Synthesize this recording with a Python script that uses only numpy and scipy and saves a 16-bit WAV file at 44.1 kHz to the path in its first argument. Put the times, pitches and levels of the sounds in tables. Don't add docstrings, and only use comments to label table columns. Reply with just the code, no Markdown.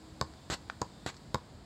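import sys
import numpy as np
from scipy import signal
from scipy.fft import rfft, irfft, next_fast_len
from scipy.io import wavfile

SR = 44100
rng = np.random.default_rng(int(sys.argv[2]) if len(sys.argv) > 2 else 0)


def materialize(psi):
    bounded = np.clip(np.atleast_2d(psi).T, -1, 1)
    quanta = np.round(bounded * 32767).astype(np.int16)
    wavfile.write(sys.argv[1], SR, quanta)


N = 72765
T = np.arange(N) / SR

# (frequency [Hz], level [dB])
SHOE_SPECTRUM = [(300, -9.5), (700, -3.5), (1450, 2), (2100, -3.5), (2900, -21.5), (3900, 5), (5000, 6),
                 (5900, -2), (7600, 5), (9200, -24.5), (11500, -17), (16000, -30)]


def kicks():
    # (time [s], slap level [dB], slap decay [s], slap tilt [dB/octave], slap top shelf [dB],
    #  crack frequency [Hz], crack level [dB], thump level [dB], skin pitch [ratio],
    #  skin tilt [dB/octave], ring level [dB], air pitch [ratio], squeeze time [s], contact time [s],
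    #  release gain [dB])
    impacts = [(0.2125, -23, 0.0011, -2, 6, 4570, -26, -28, .95, -3.5, -22, 1.026, .0017, .0099, -6),
               (0.8163, -31, 0.0026, -0.5, -5.5, 6860, -26, -35.5, 0.977, 4.5, -23, 0.95, 0.002184, 0.00986, -6.5),
               (1.3445, -30.5, 0.0023, -1, 8.5, 3750, -26, -27.5, 1.062, 0, -21, 0.99, 0.001934, .0092, -3.5)]
    # (frequency [Hz], level [dB], T60 [s])
    skin_modes = [(80.3, -9.5, 0.13), (147.2, 2, 0.069), (205, -2.5, 0.046), (356.4, -3, .04),
                  (454.6, -3, 0.076), (545, -13, 0.093)]
    # (frequency [Hz], level [dB], T60 [s])
    air_modes = [(890, -13, 0.032), (1030.6, -2.5, 0.032), (1102, -13.5, 0.038), (1406, -12, 0.02),
                 (1743, -21.5, 0.03), (2100, -31, 0.028)]
    snap_db, shelf_hz, crack_t60_s = 7.5, 8400, 0.008
    release_cut_hz, release_slap_db = 1770, -11
    out = np.zeros(N)
    for (start, slap_db, slap_s, tilt_db, shelf_db, crack_hz, crack_db, thump_db, skin_pitch,
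         skin_tilt_db, ring_db, air_pitch, squeeze_s, contact_s, release_db) in impacts:
        snap = from_db(snap_db) * signal.unit_impulse(N, int(start * SR))
        touch = rng.choice([-1, 1], N) * decay(start, slap_s) - snap
        shoe = [(hz, db + tilt_db * np.log2(hz) + shelf_db * (hz > shelf_hz))
                for hz, db in SHOE_SPECTRUM]
        crack = strike(start, [(crack_hz, crack_db, crack_t60_s)])
        slap = from_db(slap_db) * colour(touch, shoe) + crack
        skin = [(hz, db + skin_tilt_db * np.log2(hz / skin_modes[1][0]), t60)
                for hz, db, t60 in skin_modes]
        thump = from_db(thump_db) * strike(start, skin, skin_pitch)
        ring = from_db(ring_db) * strike(start + squeeze_s, air_modes, air_pitch)
        body = thump - ring
        release = butter(body, release_cut_hz, "low")
        release += from_db(release_slap_db) * delayed(slap, squeeze_s)
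        out += slap + body + from_db(release_db) * delayed(release, contact_s)
    return out


def steps():
    # (time [s], heel level [dB], sole pitch [ratio], grit level at landing [dB], at end of slide [dB],
    #  slide length [s], final decay [s], rasp centre [Hz], rasp gain [dB])
    landings = [(0.5004, -33, 1.0, -37, -35.5, 0.042, 0.0072, 3550, -8.5),
                (1.0627, -31.5, 1.0, -37.5, -44.5, .038, 0.0083, 1900, -11.5)]
    # (frequency [Hz], level [dB], T60 [s])
    sole_modes = [(184, -12, 0.056), (346, 8, 0.013), (650, -0.5, 0.0083), (770, -3.5, 0.017),
                  (1390, -3.5, 0.021)]
    # (frequency [Hz], level [dB])
    grit_spectrum = [(150, 0.5), (500, -3.5), (1000, 0), (1600, -1), (2900, -8.5), (4300, -3.5),
                     (5900, -14), (7700, -6), (9300, -30), (11300, -25), (16000, -47)]
    crunch_db, crunch_s, rasp_octaves = -4, 0.0046, 0.91
    out = np.zeros(N)
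    for start, heel_db, pitch, first_db, last_db, slide_s, decay_s, rasp_hz, rasp_db in landings:
        stop = start + slide_s
        slide = (T >= start) * from_db(np.interp(T, [start, stop], [first_db, last_db]))
        slide *= np.exp(-np.maximum(T - stop, 0) / decay_s)
        crunch = from_db(heel_db + crunch_db) * decay(start, crunch_s)
        braking = np.clip((T - start) / slide_s, 0, 1)
        rasp_band = rasp_hz * 2 ** (rasp_octaves * np.array([-.5, .5]))
        rasp = unit_rms(butter(grains(), rasp_band, "band"))
        knock = from_db(heel_db) * strike(start, sole_modes, pitch)
        grit = colour(grains() * np.hypot(slide, crunch), grit_spectrum)
        out += knock + grit + from_db(rasp_db) * braking * slide * rasp
    return out


def grains(per_second=8000, spread_db=1.5):
    sizes = from_db(spread_db * np.minimum(rng.exponential(1, N), 4))
    signs = rng.choice([-1, 1], N)
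    return unit_rms(sizes * signs * (rng.random(N) < per_second / SR))


def taps():
    # (time [s], knock level [dB], tick level [dB], tick decay [s])
    contacts = [(0.3372, -47, -48, .0015), (0.6992, -20, -48.5, 0.006), (1.143, -44.5, -48, 0.0035),
                (1.166, -55, -49.5, 0.0084)]
    # (frequency [Hz], level [dB], T60 [s])
    knock_modes = [(815, -18, 0.027), (1190, -17, 0.015), (1470, -1, 0.0076), (1770, -22, 0.017),
                   (2320, -18.5, 0.015), (3350, -13, .004)]
    knocks = sum(from_db(db) * strike(start, knock_modes) for start, db, _, _ in contacts)
    tick_envelope = sum(from_db(db) * decay(start, decay_s) for start, _, db, decay_s in contacts)
    ticks = colour(grains() * tick_envelope, SHOE_SPECTRUM)
    return butter(butter(knocks, 640, "high") + ticks, 6800, "low")


def bird(chirp_s=0.021, top_hz=3960, fall_hz=650):
    # (time [s], length [s], level [dB])
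    trills = [(0.368, 0.11, -63.5), (0.909, 0.23, -62.5)]
    out = np.zeros(N)
    for start, length, db in trills:
        progress = (T - start) / chirp_s % 1
        tone = np.sin(2 * np.pi * np.cumsum(top_hz - fall_hz * progress) / SR)
        envelope = (T >= start) * (T < start + length) * np.sin(np.pi * progress) ** 2
        out += from_db(db) * envelope * tone
    return out


def scatter(x, gain_db=-19, t60_s=0.19, build_s=0.0027):
    response = butter(rng.standard_normal(N), [230, 9200], "band")
    response *= from_db(-60 * T / t60_s) * (1 - decay(0, build_s))
    return from_db(gain_db) * signal.fftconvolve(x, response / np.linalg.norm(response))[:N]


def hum(hz=318, db=-55.5, hold_s=0.29, fade_s=0.098):
    envelope = np.clip(1 - (T - hold_s) / fade_s, 0, 1)
    return from_db(db) * envelope * np.sin(2 * np.pi * hz * T)


def surroundings(ambient_db=-51.5, ease_from_s=1.1, hiss_end_db=-3):
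    # (time [s], half width [s], level [dB])
    swells = [(0.141, 0.018, -48.5), (0.442, 0.077, -53.5), (0.522, 0.011, -50), (0.657, 0.017, -49),
              (1.282, 0.011, -48), (1.554, 0.044, -48.5)]
    # (frequency [Hz], level [dB])
    ambient_spectrum = [(12, -17), (20, 4.5), (81, -1.5), (198, -3.5), (255, -7.5), (328, -8), (377, -12.5),
                        (513, -13.5), (849, -15), (1030, -16.5), (1150, -20.5), (1440, -21.5), (2750, -28),
                        (3740, -24), (4810, -22), (5850, -35), (7520, -26), (10500, -43.5), (16000, -46.5)]
    envelope = sum(from_db(db) * np.exp(-((T - peak) / half) ** 2) for peak, half, db in swells)
    rumble = envelope * unit_rms(butter(rng.standard_normal(N), [54, 102], "band"))
    ambient = from_db(ambient_db) * colour(rng.standard_normal(N), ambient_spectrum)
    hiss = butter(ambient, 2000, "high", order=1)
    hiss_gain = from_db(np.interp(T, [ease_from_s, T[-1]], [0, hiss_end_db]))
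    return ambient + hiss * (hiss_gain - 1) + rumble


def strike(start, modes, pitch=1):
    age = np.maximum(T - start, 0)
    return sum(from_db(db - 60 * age / t60) * np.sin(2 * np.pi * hz * pitch * age)
               for hz, db, t60 in modes)


def decay(start, time_constant):
    return (T >= start) * np.exp(-np.maximum(T - start, 0) / time_constant)


def delayed(x, seconds):
    return np.interp(T - seconds, T, x, left=0)


def colour(x, spectrum):
    hz, db = np.transpose(spectrum)
    size = 2 * next_fast_len(N)
    log_hz = np.log(np.fft.rfftfreq(size, 1 / SR) + 1)
    gain = unit_rms(from_db(np.interp(log_hz, np.log(hz), db)))
    cepstrum = irfft(np.log(gain))
    cepstrum[1:size // 2] *= 2
    cepstrum[size // 2 + 1:] = 0
    return irfft(rfft(x, size) * np.exp(rfft(cepstrum)), size)[:N]


def butter(x, hz, kind, order=2):
    return signal.sosfilt(signal.butter(order, hz, kind, fs=SR, output="sos"), x)


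def from_db(db):
    return 10 ** (np.asarray(db) / 20)


def unit_rms(x):
    return x / np.sqrt(np.mean(x ** 2))


def scene():
    near = kicks() + steps() + taps()
    return (near + scatter(near) + bird() + hum() + surroundings())[None]


def record(dry, bass_cut_hz=52.4, stopband_hz=16800):
    low_pass = signal.cheby2(14, 70, stopband_hz, fs=SR, output="sos")
    return signal.sosfilt(low_pass, butter(dry, bass_cut_hz, "high", order=4))


dry = scene()
out = record(dry)
materialize(out)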